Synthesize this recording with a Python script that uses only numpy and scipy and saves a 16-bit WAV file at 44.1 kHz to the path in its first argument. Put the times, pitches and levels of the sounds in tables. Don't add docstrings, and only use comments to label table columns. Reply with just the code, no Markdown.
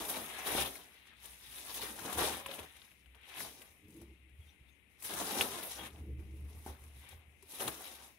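import sys
import numpy as np
from scipy import signal
from scipy.fft import rfft, irfft, next_fast_len
from scipy.io import wavfile
from scipy.ndimage import uniform_filter1d

SR = 44100
rng = np.random.default_rng(int(sys.argv[2]) if len(sys.argv) > 2 else 0)


def linear_from_db(decibels):
    return 10 ** (np.asarray(decibels, float) / 20)


def generate_wav(sig):
    pcm = np.round(np.clip(np.atleast_2d(sig).T, -1, 1) * 32767).astype(np.int16)
    wavfile.write(sys.argv[1], SR, pcm)


N = 360738
BLOCK = 64


def evened(x):
    return x / np.sqrt(np.mean(x ** 2) + 1e-20)


def read(points, hz):
    f, value = np.transpose(points)
    return np.interp(np.log(hz + 1), np.log(f + 1), value)


def ring(x, hz, width):
    radius = np.exp(-np.pi * width / SR)
    angle = 2 * np.pi * hz / SR
    return signal.lfilter([np.sin(angle)], [1, -2 * radius * np.cos(angle), radius * radius], x)


def coloured(x, shape, ports):
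    size = next_fast_len(N)
    hz = np.fft.rfftfreq(size, 1 / SR)
    gain_db = read(shape, hz) + np.array([[.5], [-.5]]) * read(ports, hz)
    return irfft(rfft(x, size) * linear_from_db(gain_db), size)[:, :N]


def band_rms(x, lo_hz, hi_hz):
    sos = signal.butter(4, [lo_hz, hi_hz], "bandpass", fs=SR, output="sos")
    return np.sqrt(np.mean(signal.sosfilt(sos, x.mean(0)) ** 2))


def surges(rows, t, lift_db=0):
    s, db, rise, fall = np.transpose(rows)[:4, :, None]
    distance = np.where(t < s, (s - t) / abs(rise), (t - s) / abs(fall))
    level_db = db + lift_db - 20 * distance ** 1.257
    return 10 * np.log10((linear_from_db(level_db) ** 2).sum(0) + 1e-20)


# frequency in Hz, likeness from 0 to 1.
PORT_LIKENESS = [(60, 0.9), (300, 0.77), (700, 0), (1400, .02)]


def alike(z, hz):
    same = np.clip(read(PORT_LIKENESS, hz), 0, 1)
    return np.array([z[0], same * z[0] + np.sqrt(1 - same ** 2) * z[1]])


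# frequency in Hz, density in dB per Hz.
HISS_SPECTRUM = [(25, -14), (70, 6.5), (125, -2), (229, 0), (450, -7), (1000, -20), (1600, -23),
                 (2050, -8.5), (2600, -10.5), (3800, -28), (4500, -46), (6400, -43), (7400, -34),
                 (9800, -20.5), (15800, -34)]
# frequency in Hz, left-right difference in dB.
HISS_LEAN = [(60, 18), (130, -1), (290, -1), (640, 3), (1410, 22), (3100, 27), (6820, 24), (15000, 7)]


def hiss():
    z = alike(rfft(rng.standard_normal((2, N))), np.fft.rfftfreq(N, 1 / SR))
    x = coloured(irfft(z, N), HISS_SPECTRUM, HISS_LEAN)
    return linear_from_db(-72) * x / band_rms(x, lo_hz=500, hi_hz=16000)


# start in seconds, length in seconds, pitch in Hz,
# glide in Hz, level in dB.
GROANS = [(3.791, .12, 303, 5, -67.5), (3.872, .07, 311, 16, -59), (3.931, .09, 330, 2, -54),
          (4.0, .06, 339, -2, -56.5), (4.089, .07, 337, -3, -63), (4.2, .15, 323, -10, -74),
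          (5.956, .06, 309, 10, -58), (6.04, 0.081, 331.5, 7, -53), (6.109, .06, 319.5, -5, -56),
          (6.18, 0.052, 335.6, 3, -56.5), (6.27, .16, 329.3, -13, -62.5), (7.419, 0.035, 390, 0, -61.5),
          (2.401, .2, 545, -3, -55)]


def groans():
    out = np.zeros(N)
    for s, length, hz, glide, db in GROANS:
        u = np.linspace(-.5, .5, round(length * SR))
        tone = np.sin(2 * np.pi * np.cumsum(hz + glide * u) / SR) * np.cos(np.pi * u) ** 2
        out[round(s * SR):][:len(u)] += linear_from_db(db + 2.5) * tone
    return out


def modes(push, rows, widen):
    parts = [linear_from_db(db) * evened(ring(ring(push, hz, width), hz, widen * width)) for hz, width, db in rows]
    return evened(sum(parts))


# peak in seconds, level in dB, bounce in Hz,
# seconds to fall 20 dB (sign ignored).
JOLTS = [(.05, -65, 65, .3), (.3, -68, 62, 0.5), (.57, -47, 70, -0.15), (.72, -66.5, 61.8, 0),
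         (1.26, -64.5, 60, 0.3), (1.5, -61, 59.7, 0.2), (1.8, -61, 58, 0.3), (2.17, -46.5, 72.3, 0.08),
         (2.27, -51, 72.4, 0.13), (2.45, -64, 78.5, 0.1), (2.6, -56.5, 80.4, .07), (2.75, -73, 72.1, .1),
         (3.09, -61, 62.1, .2), (3.4, -69, 70.7, 0.26), (3.7, -65, 71, -0.05), (3.85, -61, 85.4, -0.06),
         (3.91, -56, 73.8, 0), (4.03, -54, 68.5, .05), (4.1, -55.5, 67.9, .08), (4.23, -63, 65.5, 0.2),
         (4.33, -61, 68.2, 0.1), (4.395, -49, 76.9, .04), (4.47, -58, 74.6, .07), (4.61, -58, 64.8, 0.05),
         (5.05, -65.5, 71.6, .08), (5.18, -60, 75, .15), (5.4, -53, 87.9, 0.04), (5.52, -64, 74, .15),
         (5.79, -59, 63, 0.3), (5.94, -49, 75.1, 0.05), (6.01, -44, 76, 0.08), (6.105, -39.5, 69, 0.1),
         (6.19, -43, 76.66, .06), (6.235, -42.5, 71.2, 0.18), (6.33, -48, 70.8, 0.13),
         (6.42, -42.5, 72, 0.17), (6.57, -48, 78, .1), (6.64, -51.5, 74.5, 0.08), (6.7, -46, 74, 0.09),
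         (6.81, -52, 68.15, .06), (6.86, -52.5, 76.8, 0.1), (6.96, -53.5, 67.2, 0.17), (7.15, -54, 82, 0.1),
         (7.29, -58, 73, .15), (7.43, -64, 75, .1), (7.55, -61, 74, 0), (7.72, -61, 66, -0.1),
         (8.0, -71, 67.8, -0.2)]
# peak in seconds, level in dB,
# seconds to rise 20 dB, seconds to fall 20 dB.
SLIPS = [(.005, -34, .1, 0.048), (.2, -40, 0.081, 0.056), (.56, -45.5, .12, .15), (1.82, -47, 0.056, .15),
         (2.03, -43.5, .12, .15), (2.17, -37, .05, 0.096), (2.36, -45.5, 0.38, 0.055),
         (2.46, -52.5, 0.052, 0.061), (2.59, -46, 0.038, 0.093), (3.43, -49.5, 0.089, 0.17),
         (3.89, -49, 0.12, 0.29), (3.99, -45, 0.149, 0.1902), (5.16, -46, 0.07, 0.22),
         (5.24, -46, 0.23, 0.036), (5.33, -43, 0.078, 0.31), (5.81, -41, 0.045, 0.14),
         (6.07, -43, 0.23, 0.19), (6.35, -51, 0.28, 0.43), (7.72, -59.5, 0.26, 0.13)]
# frequency in Hz, width in Hz, level in dB.
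HAND_MODES = [(40.8, 30, 0.5), (71, 19, 3.5), (117, 29, 1)]
# frequency in Hz, width in Hz, level in dB.
CASE_MODES = [(120, 33, -9), (223, 42, -6), (336, 47, -5.5), (425, 113, -8)]


def grip():
    t, fine = np.arange(0, N + BLOCK, BLOCK) / SR, np.arange(N) / SR
    jerks = [(s, db, 0.57 * fall, fall) for s, db, hz, fall in JOLTS]
    jolt = np.interp(fine, t, linear_from_db(surges(jerks, t)))
    slip = np.interp(fine, t, linear_from_db(surges(SLIPS, t)))
    jolt = np.hypot(jolt, linear_from_db(-78.5))
    push = rng.standard_normal((3, N))
    bounce_hz = np.interp(fine, *np.transpose(JOLTS)[[0, 2]])
    bounce = np.sqrt(2) * np.sin(2 * np.pi * np.cumsum(bounce_hz) / SR)
    shake = modes(push[0], HAND_MODES, 2.0)
    creak = modes(push[1], CASE_MODES, 1.45)
    speed = 1 - .14 / (1 + slip / linear_from_db(-56))
    creak = np.interp(np.cumsum(speed), np.arange(N), creak)
    creak = creak / np.sqrt(uniform_filter1d(creak ** 2, size=1500) + .5)
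    both = jolt * (bounce + linear_from_db(-6) * shake)
    both = both + linear_from_db(-11.0) * (slip + 0.36 * jolt) * creak + groans()
    odd = jolt * linear_from_db(-18.5) * evened(ring(push[2], 82, 40))
    return np.array([both + odd, both - odd])


# frequency in Hz, decay time t60 in seconds.
WALL_DECAY = [(300, 0.15), (3000, 0.022), (12000, 0.1)]


def pen(x, turns_per_s=2.3):
    hz, t, z = signal.stft(rng.standard_normal((2, 3, 9000)), SR, nperseg=256)
    z = alike(z, hz[:, None]) * linear_from_db(-60 * t / read(WALL_DECAY, hz)[:, None])
    tails = np.pad(signal.istft(z, SR, nperseg=256)[1], ((0, 0), (0, 0), (90, 0)))
    tails = tails / np.linalg.norm(tails[0, 0])
    turns = turns_per_s * np.arange(N) / SR + np.arange(3)[:, None] / 3
    shares = np.sqrt(2 / 3) * np.cos(2 * np.pi * turns)
    return signal.oaconvolve(x[:, None] * shares, tails, axes=2).sum(1)[:, :N]


# start in seconds, peak in dB, pitch in Hz, push into the bed in dB.
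KNOCKS = [(0.145, -33, 850, 1), (0.387, -36, 806, -11), (0.473, -29, 840, -11), (0.5505, -24, 728, 10.5),
          (1.795, -35, 895, -33), (1.986, -40, 920, 0), (2.051, -33, 1010, 6), (2.175, -28.5, 851, 0),
          (2.22, -24, 947, 7.5), (2.461, -30.5, 1014, -6), (2.491, -33.5, 547, -14), (2.588, -39, 530, 5),
          (4.017, -49, 630, -11), (5.103, -35.5, 802, -13), (5.137, -36, 516, -15.5), (6.499, -59, 737, -2),
          (6.663, -32, 770, 7), (7.039, -53, 1010, -13), (7.129, -47, 828, -2), (7.428, -57, 990, 3),
          (3.408, -37, 900, -11), (3.28, -52, 850, -15), (.578, -25, 1420, -10),
          (7.684, -30.5, 1150, -10.5), (7.536, -47, 930, 9), (7.601, -36, 746, 6), (7.675, -31.5, 745, -3),
          (7.807, -38.5, 786, -6.5)]


def knocks():
    out, t = np.zeros(N + 2000), np.arange(1800) / SR
    age = t / .0016
    for s, db, hz, push_db in KNOCKS:
        push = linear_from_db(push_db) * np.sin(2 * np.pi * 350 * t) * np.exp(-t / 0.0019)
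        note = np.sin(2 * np.pi * hz * t) * age * np.exp(1 - age)
        out[round(s * SR):][:1800] += linear_from_db(db - 8.0) * (note + push)
    return out[:N]


# start in seconds, length in seconds, pitch in Hz, level in dB.
SQUEAKS = [
    (4.40, .06, 3300, -73),
    (4.46, 0.065, 3600, -70),
    (4.44, .11, 5900, -82.5),
    (4.68, .08, 6450, -85.5),
    (4.46, .07, 3150, -75),
    (4.668, 0.044, 3595, -71),
    (1.986, 0.024, 1400, -49.5),
    (5.765, 0.07, 3300, -54.5),
    (5.8, .075, 3650, -59),
]


def squeaks():
    out = np.zeros(N)
    for s, length, hz, db in SQUEAKS:
        fuzz = evened(ring(rng.standard_normal(8000), hz, 0.019 * hz))[-round(length * SR):]
        out[round(s * SR):][:len(fuzz)] += linear_from_db(db) * fuzz * np.hanning(len(fuzz))
    return out * linear_from_db(np.array([[4], [-6]]))


# start in seconds, peak in dB, pitch in Hz, brightness in dB.
SNAPS = [(.0502, -34, 3250, -8), (.469, -27, 3430, -9), (3.405, -30, 1910, -13), (1.1327, -62, 2460, -13),
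         (1.2426, -45, 3400, -6), (1.255, -39.5, 3080, -7), (1.526, -42, 3140, -12),
         (1.1667, -61, 3530, -7), (1.2, -58, 3800, -8), (.5516, -27, 2060, -15), (.6085, -25, 2550, -14),
         (.7567, -37, 2220, -15), (1.7454, -34.5, 3480, -12), (1.7719, -40.5, 2610, -7),
         (2.0542, -38, 3536, -15), (2.8782, -51, 2060, -16), (3.0283, -57, 2180, -18),
         (3.2294, -52, 2990, -18), (3.245, -52, 2910, -18), (3.255, -48, 2903, -18),
         (5.2019, -28, 3530, -23), (5.6294, -34, 3570, -10), (5.9038, -46, 3450, -17),
         (5.0477, -39, 3370, -0.5), (1.582, -35, 3630, -15), (1.6496, -49, 2130, -15),
         (1.9894, -36.5, 1800, -8), (2.1266, -34.5, 3500, -2.5), (2.1779, -39, 3244, -7),
         (2.4609, -25.5, 2820, -15.5), (2.5137, -28.5, 3450, -22), (2.5387, -31, 3080, -13.5),
         (2.5913, -30, 2900, -31.5), (2.765, -50.5, 2394, -7), (2.818, -40.5, 3450, -28),
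         (2.916, -47, 2570, -23), (3.0595, -47.5, 2820, -22), (3.148, -45.5, 3060, -18.5),
         (3.2116, -52, 2980, -17), (3.6185, -39.5, 2692, -11.5), (4.2936, -58, 2619, -14),
         (5.136, -36, 3106, -2.5), (5.4104, -8, 2840, -19), (5.4202, -20.5, 3494, -12),
         (5.9606, -46.5, 3010, -22), (6.1937, -58, 2187, -9), (7.6026, -31.5, 2940, -9),
         (7.678, -23.5, 3700, -8)]
# start in seconds, peak in dB.
TICKS = [(0.0939, -37.5), (3.881, -64), (3.903, -60.5), (3.94, -62), (3.963, -61), (4.0133, -55.5),
         (4.998, -61), (5.023, -42), (6.6609, -50), (6.836, -58), (6.996, -63), (7.087, -50), (7.424, -55)]


def snaps():
    out, t = np.zeros((2, N + 2000)), np.arange(900) / SR
    rows = SNAPS + [(s, db, 2450, -0.5) for s, db in TICKS]
    for (s, db, hz, bright_db), noise in zip(rows, rng.standard_normal((len(rows), 2, 900))):
        age = t * hz / .8
        body = np.sin(2 * np.pi * hz * t) * age * np.exp(1 - age)
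        grit = ring(noise, hz, 1800) * np.exp(-t / 0.0046) * linear_from_db(-14)
        tick = ring(noise, 10300, 3700) * np.exp(-t / 0.0055) * linear_from_db(bright_db + 5.5)
        lean_db = 13 - 0.41 * max(db + 35, 0)
        sides = linear_from_db(db - 6 + np.array([[.5], [-.5]]) * lean_db)
        out[:, round(s * SR):][:, :900] += sides * (body + (grit + tick) * np.minimum(t / 0.0032, 1))
    return out[:, :N]


def slides(per_s=45, fade_s=0.012):
    start = (rng.random(N) < per_s / SR).astype(float)
    heap = signal.lfilter([1], [1, -np.exp(-1 / (fade_s * SR))], start)
    return evened(9.5 + heap / heap.mean())


# peak in seconds, stirring
# in dB, seconds to rise 20 dB, seconds to fall 20 dB, body weight over the stirring in dB.
MOVES = [(.005, -43.5, 18, 0.18, -4.5), (.11, -46, .08, .5, -4), (.52, -38.5, 0.09, 0.1649, -5),
         (.622, -38, 0.22, 0.03, -5.5), (1.256, -54.5, 0.06, .2, -15.5), (1.69, -49, 0.24, -0.09, -10),
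         (1.76, -44.5, 0.07, 0.15, -14.5), (1.82, -41.5, 0.03, 0.1463, -6.5),
         (2.12, -47, 0.35, 0.09, -3.5), (2.185, -35.5, 0.0251, 0.2133, -3.5),
         (2.23, -39, 0.0726, 0.2041, -4), (2.52, -52, 0.1, 0.14, -1), (3.405, -45.5, 0.09, 0.13, -11.5),
         (3.455, -47.5, 0.15, 0.0753, -6), (5.046, -43, 0.0145, 0.15, -14),
         (5.234, -45, 0.16, 0.2127, -2.5), (5.405, -39, 0.188, 0.1529, -3), (5.55, -46, .35, 0.2463, -4.5),
         (5.646, -51, 0.17, 0.0663, -14), (5.72, -50.5, 0.16, 0.16, -27.5), (5.865, -53, 0.32, 0.04, -1),
         (7.606, -46, 0.0232, 0.27, -1.5), (7.68, -43.5, 0.075, 0.02, -0.5), (7.86, -51, 0.36, 0.2, -8),
         (.93, -66, 0.17, 0.21, -16), (1.55, -53.5, 0.36, .3, -26), (2.78, -64.5, 1, 0.36, -13.5),
          (8.04, -58, 0.61, 0.16, -7.5), (3.154, -71.5, 0.021, .05, -0.5), (3.56, -60.5, 0.36, 0.32, -8),
          (3.9, -76, .2, .6, -21), (4.03, -71.5, 0.28, 0.19, -6), (4.47, -72.5, 0.21, .15, -11),
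          (.67, -48, 0.13, 0.21, -3.5), (4.676, -77.5, 0.2, 0.3, -8), (4.91, -74, 0.047, 0.13, -11),
          (5.93, -65.5, 0.061, .27, -2), (6.195, -69, 0.027, 0.088, -2), (6.3, -75.5, .15, 0.62, -9),
          (6.62, -67, 0.51, .1, -5), (6.672, -59.5, 0.014, 0.15, 3), (6.84, -68, 0.37, 0.24, -3.5),
          (7.02, -64, 0.19, .15, -14), (7.118, -61, 0.039, 0.078, -6.5), (7.2, -77, 0.14, 0.33, 2.5),
          (7.51, -60, .08, .3, -22), (7.56, -50.5, 0.1, 0.17, -11.5), (5.111, -44.5, 0.042, 0.51, -5)]
# peak in seconds, stirring in dB, body weight over it in dB.
CLUMPS = [(.05, -44, -14), (.097, -43.5, -9), (.165, -46.5, 3.5), (.34, -50, -17), (.395, -48.5, -3.5),
          (.475, -40.5, -4), (.578, -46, 1), (0.613, -38.5, -6), (.66, -43, -2.5), (.757, -55.5, -10.5),
          (1.07, -69, -24), (1.2, -70, -20), (1.235, -55, -21), (1.43, -57, -17), (1.615, -63, -18),
          (1.7, -48, -7), (1.755, -47.5, -15), (1.775, -45, -10), (1.89, -61, -3), (2.06, -47.5, -3),
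          (2.1, -50.5, -2), (2.4, -50.5, -1), (2.55, -52, -10), (2.595, -50, 1.5), (2.635, -53, -3),
          (2.85, -63, -15), (3.29, -59.5, -12), (3.62, -62.5, -17), (3.93, -70, -27), (4.4, -72, -13),
          (5.012, -56, -27), (5.11, -48, -9), (5.21, -42, 2), (5.31, -46, -0.5), (5.59, -46.5, -7),
          (5.635, -46.5, -11), (5.715, -47.5, -15), (5.99, -64, -2.5), (6.37, -69, -10), (6.59, -66, -10),
          (1.91, -53.5, -4), (2.15, -46, -5), (6.27, -76, -15), (6.5, -69, -5), (4.69, -77, -20),
          (3.895, -74, -20), (3.965, -68, -20), (6.65, -61.5, -7.5), (6.96, -65, -9), (7.04, -62.5, -4),
          (7.52, -54, -23), (7.59, -54, -10), (7.62, -46, -1.5)]
# peak in seconds, level in dB, seconds to rise 20 dB,
# seconds to fall 20 dB (signs ignored).
PRESSES = [(.08, -57, -0.5, -1), (.55, -39.5, -0.44, 0.14), (.85, -62, .5, 2.5), (2.23, -40, 0.1, 0.3),
           (2.69, -56.5, 3, 0.26), (1.45, -62, 0, .5), (5.79, -53, 0.06, 0.15), (3.17, -75, 2, 6.5),
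           (3.38, -47, 0.2, 0.04), (4.46, -71, 0, 0.5), (5.866, -49.5, 0.34, 0.04), (7.04, -60, 0.08, 0.1),
           (7.118, -58, 0.2, 0.1)]


def stirring(t):
    tumbles = [(s, db, 0.032, 0.037, heavy) for s, db, heavy in CLUMPS]
    moves = MOVES + tumbles
    heavy_db = np.transpose(moves)[4][:, None]
    crushed = linear_from_db(surges(moves, t, -2 + 0.3 * heavy_db)) ** 2
    crushed = crushed + linear_from_db(surges(PRESSES, t)) ** 2
    return surges(moves, t), 10 * np.log10(crushed), surges(moves, t, heavy_db)


def contacts(count=26, hits=14000, spread_db=3.5, sharp=2.74, apart_s=.0002, patchy_db=2.5):
    out, heap = np.zeros((2, N)), slides()
    stir = stirring(np.arange(0, N + BLOCK, BLOCK) / SR)
    patches = uniform_filter1d(rng.standard_normal((count, 330)), size=2, axis=0)
    patches = evened(uniform_filter1d(patches, size=2, axis=1))
    for hz, patch in zip(np.geomspace(130, 15500, count), patches):
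        at = rng.integers(60, N - 60, hits)
        lag = np.clip(rng.standard_normal(hits) * apart_s * SR + 2.3, -59, 59).astype(int)
        size = linear_from_db(spread_db * np.minimum(rng.exponential(1, hits), 4)) * rng.choice([-1, 1], hits)
        stir_db, crunch_db, weight_db = (db[at // BLOCK] for db in stir)
        weight = np.clip(np.log(1700 / hz) / 0.088, 0, 1)
        weight = weight * (1 - 0.46 * np.exp(-(np.log(hz / 920) / 0.15) ** 2))
        crunch = np.clip(np.log(4700 / hz) / .2, 0, 1) - weight
        patch_db = patchy_db * np.interp(at / N, np.linspace(0, 1, len(patch)), patch)
        move_db = stir_db + crunch * (crunch_db - stir_db - 3.0) + weight * (weight_db - stir_db - 2.0)
        size = evened(size) * heap[at] * linear_from_db(patch_db + move_db)
        train = np.array([np.bincount(at, size, N), np.bincount(at + lag, size, N)])
        out += ring(ring(train, hz, hz / sharp), hz, hz * 0.71) * hz / 20000.0
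    return out


# frequency in Hz, density in dB per Hz.
RUSTLE_SPECTRUM = [(70, -36), (160, -26), (400, -11), (600, -10.5), (800, -6.5), (1050, -6.5), (1450, -8),
                   (2600, -5.5), (3800, -3.5), (4400, -10.5), (6300, -8), (7500, -11), (10200, 0.66),
                   (15800, -8)]
# frequency in Hz, left-right difference in dB.
RUSTLE_LEAN = [(60, 0), (120, 0.4), (240, -3), (480, 2), (950, 4), (1890, 6.5), (3770, 8), (7520, 4),
               (15000, -1)]


def rustle():
    return linear_from_db(12.0) * coloured(contacts(), RUSTLE_SPECTRUM, RUSTLE_LEAN)


def scene():
    bed = rustle() + squeaks()
    cracks = snaps()
    balls = knocks() * np.ones((2, 1))
    walls = pen(linear_from_db(-7) * bed + linear_from_db(-6) * cracks + linear_from_db(-7) * balls)
    return bed + cracks + balls + walls + grip() + hiss()


def low_pass(x):
    return signal.sosfilt(signal.butter(12, 16950, fs=SR, output="sos"), x)


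def record(dry):
    low_cut = signal.butter(3, 48, "highpass", fs=SR, output="sos")
    edge = signal.firwin(1023, 15760, window=("kaiser", 10), fs=SR)
    mix = signal.oaconvolve(signal.sosfilt(low_cut, dry), edge[None], "same")
    return low_pass(mix)


dry = scene()
out = record(dry)
generate_wav(out)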